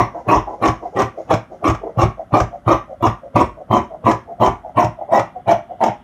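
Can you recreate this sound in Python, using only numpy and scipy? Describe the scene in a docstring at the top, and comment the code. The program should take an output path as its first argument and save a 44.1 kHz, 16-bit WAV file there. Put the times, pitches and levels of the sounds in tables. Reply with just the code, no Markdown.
"""Scissors cutting cloth on a table

Dressmaking scissors cut layered cotton, three snips a second, the lower blade resting on a hollow table.
Each stroke snaps a run of threads: click trains rattle the board's resonances and crunch at the blades.
The hand thuds on the top as a swinging deep mode; between strokes the opening scissors scrape softly forward.
Quiet noise gives the air of a small room; a close microphone feeds a fast limiter."""
import sys
import numpy as np
from scipy import signal
from scipy.fft import rfft, irfft
from scipy.io import wavfile
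from scipy.ndimage import uniform_filter1d, minimum_filter1d

SR = 44100
rng = np.random.default_rng(int(sys.argv[2]) if len(sys.argv) > 2 else 0)


def put_to_file(sound):
    """Save the sound as 16-bit audio at rate SR, in the file named by the first command-line argument."""
    columns = np.atleast_2d(sound).T  # one column per channel
    safe = np.clip(columns, -1, 1)
    whole_steps = np.round(safe * 32767)
    wavfile.write(sys.argv[1], SR, whole_steps.astype(np.int16))


N = 266035
STROKE = int(SR / 2)  # samples in the buffer of one short sound
T = np.arange(STROKE) / SR  # s
LEAD = 0.04  # s of build-up ahead of a stroke or slide

# closing strokes: bite t/s, shut t/s, basic force change over the stroke/dB, strength/dB, blade note f/Hz,
# board's middle resonance before strength/dB, thud at the bite/dB, thud at the shut/dB, table rocking/dB
SNIPS = [(-.04, 0.006, 4.5, 0.5, 2500, -15, -41.5, -15, -33),
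         (0.287, 0.363, -5.5, 0.5, 2590, -16.5, -15.5, -20.5, -25),
         (0.625, 0.68, -2.5, 0.5, 2410, -19, -24, -18, -28),
         (.965, 1.014, 2.5, 0, 1770, -18, -24, -18, -34.5),
         (1.305, 1.328, -6, 1, 2370, -11, -24, -13.5, -41),
         (1.644, 1.686, -2, 2, 2140, -21.5, -31, -14.5, -24),
         (1.984, 2.03, 4.5, -1, 2860, -15, -12.5, -10, -23.5),
         (2.336, 2.407, -11, -2, 2350, -12, -12.5, -16, -27.5),
         (2.677, 2.731, 0.5, 1, 2380, -15, -11.5, -24, -33),
         (3.027, 3.066, 4, 0, 2790, -16, -19.5, -15, -30),
         (3.36, 3.416, -4.5, .5, 2330, -15.5, -12.5, -24, -27),
         (3.713, 3.778, -6, -1.5, 3130, -15, -14.5, -28.5, -31),
         (4.055, 4.115, -7.5, -.5, 1955, -15, -16, -21.5, -39),
         (4.411, 4.479, -5, -1, 3100, -12, -17, -22, -28.5),
         (4.772, 4.835, -9.5, 1, 1960, -12.5, -18.5, -15, -34),
         (5.122, 5.182, -1, 2, 1920, -9, -32.5, -22, -43),
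         (5.48, 5.523, -8.5, 1, 2310, -7, -22, -23.5, -47),
         (5.812, 5.881, -2.5, -3, 2230, -10, -33, -25.5, -52)]
# tone of the blades rubbing through cloth: f/Hz, gain/dB
RASP = [(900, -5), (1400, 4.5), (1680, -2), (2100, 2.5), (2600, -2.5), (3300, -6.5), (4000, -15),
        (4600, -20), (7000, -32.5)]
# tone of the crisp fibres at the edge: f/Hz, gain/dB
CRUNCH = [(3000, -49), (4600, -17.5), (5400, 4), (6700, -1), (7800, -12.5), (8800, -15.5), (10000, -30.5),
          (16000, -34.5)]
# tone of the sizzling edges: f/Hz, gain/dB
SIZZLE = [(6000, -3.5), (9500, -8), (11000, -8), (12600, -8.5), (14000, -13.5), (16000, -5.5)]


def undb(db):
    """Decibels to gain."""
    return 10 ** (np.asarray(db) / 20)


def add(track, start, sound):
    """Mix a sound into the track at a time in seconds."""
    i = int(start * SR)
    a, b = max(i, 0), min(i + len(sound), N)
    track[a:b] += sound[a - i:b - i]


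def along(curve, s):
    """The columns of a curve, interpolated at a time in seconds."""
    times, *columns = np.transpose(curve)
    return [np.interp(s, times, column) for column in columns]


def level(x, db, seconds):
    """Give x the energy of a sound that holds this level for so many seconds."""
    return x * undb(db) * np.sqrt(seconds * SR / np.sum(x ** 2))


def resonate(x, hz, width, order=1):
    """Resonance with gain 1 at its centre; a higher order has steeper skirts."""
    low = np.hypot(hz, width / 2) - width / 2
    band = signal.butter(order, [low, low + width], "bandpass", fs=SR, output="sos")
    return signal.sosfilt(band, x)


def colour(x, points):
    """Causal minimum-phase filter through (Hz, dB) points, built by folding the cepstrum."""
    size = 4096
    hz, db = np.transpose(points)
    bins = np.fft.rfftfreq(size, 1 / SR) + 1
    log_gain = np.log(undb(np.interp(np.log(bins), np.log(hz), db)))
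    cepstrum = irfft(log_gain)[:size // 2]
    cepstrum[1:] *= 2
    impulse = irfft(np.exp(rfft(cepstrum, size)))
    return signal.fftconvolve(x, impulse)[:len(x)]


def linger(x, t60, tail_db):
    """The direct sound and a dense tail of table and wall reflections, drawn anew for every sound."""
    decay = np.exp(-np.log(1000) * T / t60)
    tail = rng.standard_normal(STROKE) * decay * (1 - np.exp(-T / 0.00068))
    return x + undb(tail_db) * signal.fftconvolve(x, tail / np.linalg.norm(tail))[:len(x)]


def ring(x):
    """Narrow modes of the board and the steel sing on top of the broad response."""
    # modes: f/Hz, width/Hz, gain/dB
    modes = [(207.5, 65, 12.5), (321.6, 24, 12), (375.4, 14.4, 5), (525, 44, -9), (704, 65, -2),
             (1002, 11, 0), (1140, 12, -36.5), (1913, 130, -6), (2310, 66, -7), (2870, 36, -32)]
    return x + sum(undb(db) * resonate(x, hz, width) for hz, width, db in modes)


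def slips(rate, jitter, scatter_db):
    """A stick-slip train: clicks of uneven size, with a median spacing of 1 / rate seconds."""
    chance = rng.standard_normal((2000, 2))
    spacing = np.exp(jitter * chance[:, 0]) / rate
    at = (np.cumsum(spacing) * SR).astype(int)
    inside = at < STROKE
    return np.bincount(at[inside], undb(scatter_db * chance[inside, 1]), STROKE)


def tear(threads, seconds):
    """A thread parts fibre by fibre: each click becomes a brief swelling burst of noise."""
    t = T[:600] / seconds
    power = np.abs(signal.fftconvolve(threads ** 2, t ** 2 * np.exp(-t))[:STROKE])
    return np.sqrt(power) * rng.standard_normal(STROKE)


def press(lead, length, change_db, rise, fall):
    """Force of a stroke: builds up to the bite, changes along the blade, lets go; times in s."""
    t = T - lead
    closed = np.clip(t / length, 0, 1)
    build_up = np.minimum(t, 0) / rise
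    let_go = np.maximum(t - length, 0) / fall
    return undb(change_db * closed) * np.exp(build_up - let_go)


def travel(x, step, ring_s):
    """The crossing point runs along the blades: at every step it meets other short resonances of the steel."""
    count = 10
    steel = rng.standard_normal((count, 256)) * np.exp(-T[:256] / ring_s)
    steel /= np.linalg.norm(steel, axis=1, keepdims=True)
    span = int(step * SR)
    out = np.zeros(2 * STROKE)
    for k in range(count):
        # overlapping windows crossfade from one place to the next
        window = np.hanning(2 * span)
        piece = np.convolve(x[k * span:(k + 2) * span] * window, steel[k])
        out[k * span:k * span + len(piece)] += piece
    return out[:STROKE]


def room_air():
    """The quiet air of the room: steady noise, strongest in the bass."""
    # tone of the air: f/Hz, gain/dB
    air_tone = [(20, -31.5), (50, 3), (110, 2), (250, 3), (700, -23), (1300, -10), (2200, -28.5),
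                (4500, -38), (6300, -41.5), (10000, -39), (15000, -49)]
    return level(colour(rng.standard_normal(N), air_tone), -48, N / SR)


def hiss():
    """A faint band of low-treble noise that slowly swells and sinks."""
    # hiss level over time: t/s, level/dB
    hiss_curve = [(0, -74), (1.3, -81), (1.6, -75), (4.6, -77), (5.05, -73), (5.45, -71.5), (6.03, -65)]
    band = resonate(rng.standard_normal(N), 3110, 760, order=3)
    return band / band.std() * undb(along(hiss_curve, np.arange(N) / SR)[0])


def walls(x, t60, db):
    """The small room answers with a slowly building, decaying noise tail, limited to the middle range."""
    answer = rng.standard_normal(STROKE) * np.exp(-np.log(1000) * T / t60) * (1 - np.exp(-T / 0.054))
    answer = resonate(answer / np.linalg.norm(answer), 1820, 1900)
    return undb(db) * signal.fftconvolve(x, answer)[:N]


def rustle():
    """After each cut the parted cloth settles: torn click grains in a narrow band, fading away."""
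    settle_hz, settle_width_hz, settle_db, settle_s = 1910, 380, -40.5, 0.041
    out = np.zeros(N)
    for bite, shut, change_db, db, *_ in SNIPS:
        grains = tear(slips(rate=400, jitter=0.39, scatter_db=3.5), 0.0006)
        grains = resonate(grains, settle_hz, settle_width_hz, order=2)
        add(out, shut, undb(settle_db + db) * grains / grains.std() * np.exp(-T / settle_s))
    return out


def thumps(blows, swell, t60, rumble_db):
    """Soft pushes swing one deep mode of the table; its neighbours rumble on."""
    out = np.zeros(N)
    for s, db, hz in blows:
        fade = (1 - np.exp(-(T / swell) ** 2)) * np.exp(-np.log(1000) * T / t60)
        swing = np.sin(2 * np.pi * hz * T) * fade / fade.max()
        rumble = resonate(rng.standard_normal(STROKE), hz * 1.3, hz * 0.9, order=3)
        rumble = rumble / rumble.std() * (1 - np.exp(-T / swell)) * np.exp(-T / 0.031)
        add(out, s, undb(db) * (swing + undb(rumble_db) * rumble))
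    return out


def table():
    """The hand thuds on the top around bite and shut; the arm's weight rocks the whole table."""
    thud_hz, thud_ahead_s = 113.5, 0.0159  # the hand lands just before the bite, and again at the shut
    rock_hz, rock_ahead_s = 48.1, 0.0153  # the rocking comes towards the end of a stroke
    thuds, rocks = [], []
    for bite, shut, *_, bite_db, shut_db, rock_db in SNIPS:
        thuds += [(bite - thud_ahead_s, bite_db, thud_hz), (shut, shut_db, thud_hz)]
        rocks += [(shut - rock_ahead_s, rock_db, rock_hz)]
    thudding = thumps(thuds, swell=0.011, t60=0.17, rumble_db=-3.5)
    return thudding + thumps(rocks, swell=0.0045, t60=0.44, rumble_db=12)


def slide(length, db, hz, width, hiss_db):
    """The blade's back rubs over the board in stick-slip bursts while cloth brushes the steel."""
    # tone of cloth brushing the steel: f/Hz, gain/dB
    brush_tone = [(600, 0), (1400, 5), (2400, -4), (4400, -9), (5600, -1.5), (6800, -3), (8000, -22),
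                  (10000, -18), (14000, -25.5)]
    steel_hz, steel_width_hz, steel_db = 1990, 260, -35.5  # faint ring, level relative to the scrape
    force = press(LEAD, length, -0.54, rise=0.011, fall=0.0093)
    friction = tear(slips(rate=520, jitter=0.6, scatter_db=3.5), 0.00028) * force
    stutter = ring(linger(friction, t60=0.086, tail_db=3.5))
    rubbing = resonate(resonate(stutter, hz, width, order=2), 410, 880, order=3)
    scrape = level(rubbing, db, length)
    brush = rng.standard_normal(STROKE) * press(LEAD + 0.01, length, 1.5, rise=0.025, fall=0.045)
    steel = level(resonate(brush, steel_hz, steel_width_hz, order=2), db + steel_db, length)
    return scrape + steel + level(colour(brush, brush_tone), hiss_db, length)


def opening():
    """The scissors open and are pushed on along the cut, then slip a little further just before each bite."""
    # slides of the opening scissors: start t/s, length t/s, level/dB
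    slides = [(0.148, 0.052, -26.5), (0.479, .063, -25.5), (.828, .04, -24), (1.178, 0.031, -24.5),
              (1.518, 0.026, -31), (1.835, 0.056, -24.5), (2.193, 0.014, -21.5), (2.531, 0.024, -26),
              (2.898, 0.029, -28.5), (3.234, 0.033, -31.5), (3.574, 0.037, -32), (3.916, 0.036, -29),
              (4.283, 0.037, -28), (4.643, 0.048, -30), (5, 0.029, -23.5), (5.089, 0.0037, -18.5),
              (5.359, 0.024, -26), (5.705, 0.024, -26)]
    # scrape, broad and hissy near the table's edge, narrow further in:
    # t/s, centre f/Hz, width/Hz, cloth hiss level/dB
    scrape_curve = [(.5, 663, 475, -58), (1.2, 610, 318, -53.5), (1.85, 543, 302, -64),
                    (2.2, 682, 143, -60), (3.4, 584, 172, -69), (4.6, 678, 190, -67), (5.7, 662, 149, -69)]
    # the slips before the bite weaken as the cut goes on
    slip_ahead_s, slip_s, slip_db, slip_db_per_s = 0.018, 0.047, -26.5, -1.07
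    nudges = [(bite - slip_ahead_s, slip_s, slip_db + slip_db_per_s * bite) for bite, *_ in SNIPS]
    out = np.zeros(N)
    for start, length, db in list(slides) + nudges:
        add(out, start - LEAD, slide(length, db, *along(scrape_curve, start)))
    return out


def clacks():
    """Steel meets steel through the last threads: a noise chatter of milliseconds and a knock in the board."""
    # sharp clacks of the blades: t/s, basic level before the crack and knock gains/dB
    clack_hits = [(.018, -26), (.659, -14.5), (.684, -14.5), (1.001, -16), (1.02, -15), (1.34, -12.5),
                  (1.7, -17), (1.749, -25.5), (2.017, -14.5), (2.032, -16.5), (2.403, -13), (3.068, -17.5),
                  (3.406, -26), (4.114, -15), (4.461, -15.5), (4.846, -20), (5.196, -15.5), (5.514, -15),
                  (5.839, -13)]
    out, t = np.zeros(N), T / 0.0024
    for s, db in clack_hits:
        chatter = rng.standard_normal(STROKE) * t ** 2 * np.exp(-t)
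        contact = linger(chatter, t60=0.15, tail_db=-4.5)
        crack = colour(contact, CRUNCH)
        crack = crack + undb(-25.5) * colour(contact, SIZZLE) + undb(2) * colour(contact, RASP)
        knock = resonate(ring(contact), 836, 686, order=2)
        crack, knock = crack / np.abs(crack).max(), knock / np.abs(knock).max()
        add(out, s - 0.004, undb(db) * (undb(-7.0) * crack + undb(6.0) * knock))
    return out


def board_rattle(threads, length, change_db, low, middle, upper):
    """The lower blade passes each thread's jolt to the board's three broad resonances, each (Hz, dB)."""
    jolts = threads * press(LEAD, length, change_db - 2.0, rise=0.0057, fall=0.0049)
    board = ring(linger(jolts, t60=0.19, tail_db=1.1))
    low_band = level(resonate(board, low[0], 206, order=2), low[1], length)
    middle_band = level(resonate(board, middle[0], 264, order=3), middle[1], length)
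    upper_band = level(resonate(board, upper[0], 241, order=3), upper[1], length)
    return low_band + middle_band + upper_band


def blade_rasp(fibres, free, length, change_db, blade_hz, db):
    """Shearing fibres rasp along the blades, whose own note and overtone sing at the bite."""
    force = press(LEAD, length, change_db + 0.33, rise=0.0069, fall=0.011)
    shear = travel(fibres * force, step=0.01337, ring_s=0.00086)
    note = undb(8.5) * resonate(free, blade_hz, 190, order=2)
    note = note + undb(-8.5) * resonate(free, min(blade_hz * 1.86, 3900), 630, order=3)
    rasp = colour(shear, RASP) + undb(-3.0) * note
    return level(ring(linger(rasp, t60=0.19, tail_db=11.5)), db, length)


def fibre_crunch(gripped, length, db):
    """Fibres crackle at the edge, louder as the crossing point runs towards the tips."""
    force = press(LEAD, length, 1.8, rise=0.012, fall=0.0071)
    crackle = travel(gripped * force, step=0.01343, ring_s=0.00039)
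    return level(colour(linger(crackle, t60=0.23, tail_db=-4.5), CRUNCH), db, length)


def edge_sizzle(gripped, free, length, blade_hz, sizzle_hz, db):
    """The fine edges sizzle in a high band, with a high overtone of the blade at the bite."""
    force = press(LEAD, length, 1.5, rise=0.013, fall=0.003)
    edges = travel(gripped * force, step=0.0081, ring_s=0.00058)
    edges = edges + undb(7.5) * resonate(free, blade_hz * 4.39, 1300, order=2)
    edges = resonate(edges, sizzle_hz, 3400)
    return level(colour(linger(edges, t60=0.13, tail_db=-9.0), SIZZLE), db, length)


def snip(length, change_db, board, blade_hz, sizzle_hz, rasp_db, crunch_db, sizzle_db):
    """Threads snap one after another, jolting the board, while loose fibres shear at the edges."""
    threads = slips(rate=300, jitter=0.55, scatter_db=3.5)
    # between the snaps the edges shear loose fibres all the time
    fibres = tear(threads, 0.0007)
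    fibres = fibres / fibres.std() + undb(-2) * rng.standard_normal(STROKE)
    # at the bite the blade is still free of the cloth
    free = fibres * press(LEAD - 0.002, length / 3, -0.68, rise=0.0041, fall=0.013)
    # the edges take hold gradually
    gripped = fibres * np.clip((T - LEAD + 0.025) / 0.055, 0, 1) ** 2
    rattle = board_rattle(threads, length, change_db, *board)
    rasp = blade_rasp(fibres, free, length, change_db, blade_hz, rasp_db)
    crunch = fibre_crunch(gripped, length, crunch_db)
    return rattle + rasp + crunch + edge_sizzle(gripped, free, length, blade_hz, sizzle_hz, sizzle_db)


def cutting():
    """The run of snips: the board's tone follows the place of the scissors, and the sizzle rises up the cloth."""
    # board response as the cut moves up the table, levels before strength:
    # t/s, low resonance level/dB, middle f/Hz, upper f/Hz, upper level/dB
    board_curve = [(.25, -17.5, 673, 1030, -12), (1.1, -17, 670, 1127, -20.5),
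                   (2.1, -15.5, 710, 1142, -14.5), (3, -15, 650, 1063, -13.5),
                   (3.45, -14.5, 536, 1012, -12.5), (4.05, -14, 575, 1019, -12),
                   (4.45, -17, 710, 964, -11.5), (5.15, -25, 692, 850, -14.5), (5.8, -21, 737, 830, -23)]
    low_to_upper = 0.32  # the low resonance moves with the upper one, at this ratio
    # the blades' sound changes steadily along the cut: value at 0 s before strength, change per s
    rasp_0_db, rasp_db_per_s = -25, -0.5
    crunch_0_db, crunch_db_per_s = -38.5, -0.78
    sizzle_0_db, sizzle_db_per_s = -54, 0.5
    sizzle_0_hz, sizzle_hz_per_s = 10600, 710
    out = np.zeros(N)
    for bite, shut, change_db, db, blade_hz, middle_db, *_ in SNIPS:
        low_db, middle_hz, upper_hz, upper_db = along(board_curve, bite)
        low = low_to_upper * upper_hz, db + low_db
        board = low, (middle_hz, db + middle_db), (upper_hz, db + upper_db)
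        rasp_db = db + rasp_0_db + rasp_db_per_s * bite
        crunch_db = db + crunch_0_db + crunch_db_per_s * bite
        sizzle_db = db + sizzle_0_db + sizzle_db_per_s * bite
        sizzle_hz = sizzle_0_hz + sizzle_hz_per_s * bite
        stroke = snip(shut - bite, change_db, board, blade_hz, sizzle_hz, rasp_db, crunch_db, sizzle_db)
        add(out, bite - LEAD, stroke)
    return out


def scene():
    """Scissors, table, cloth and the quiet air of the room."""
    scissors = cutting() + opening() + clacks()
    background = room_air() + hiss() + walls(scissors, t60=0.24, db=-11.5)
    return (background + rustle() + table() + scissors)[None]


def record(dry):
    """The microphone sheds the deepest bass, a fast limiter holds the peaks near full scale, and the top is cut."""
    top_hz = 15450
    x = signal.sosfilt(signal.butter(3, 32, "highpass", fs=SR, output="sos"), dry)
    size = 129  # limiter window in samples
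    gain = np.minimum(1, 0.98 / (np.abs(x) + 1e-9))
    # hold the lowest gain around each peak, then smooth it
    gain = uniform_filter1d(minimum_filter1d(gain, size), size)
    top_cut = signal.ellip(10, 0.1, 80, top_hz, fs=SR, output="sos")
    return signal.sosfilt(top_cut, x * gain)


dry = scene()
out = record(dry)
put_to_file(out)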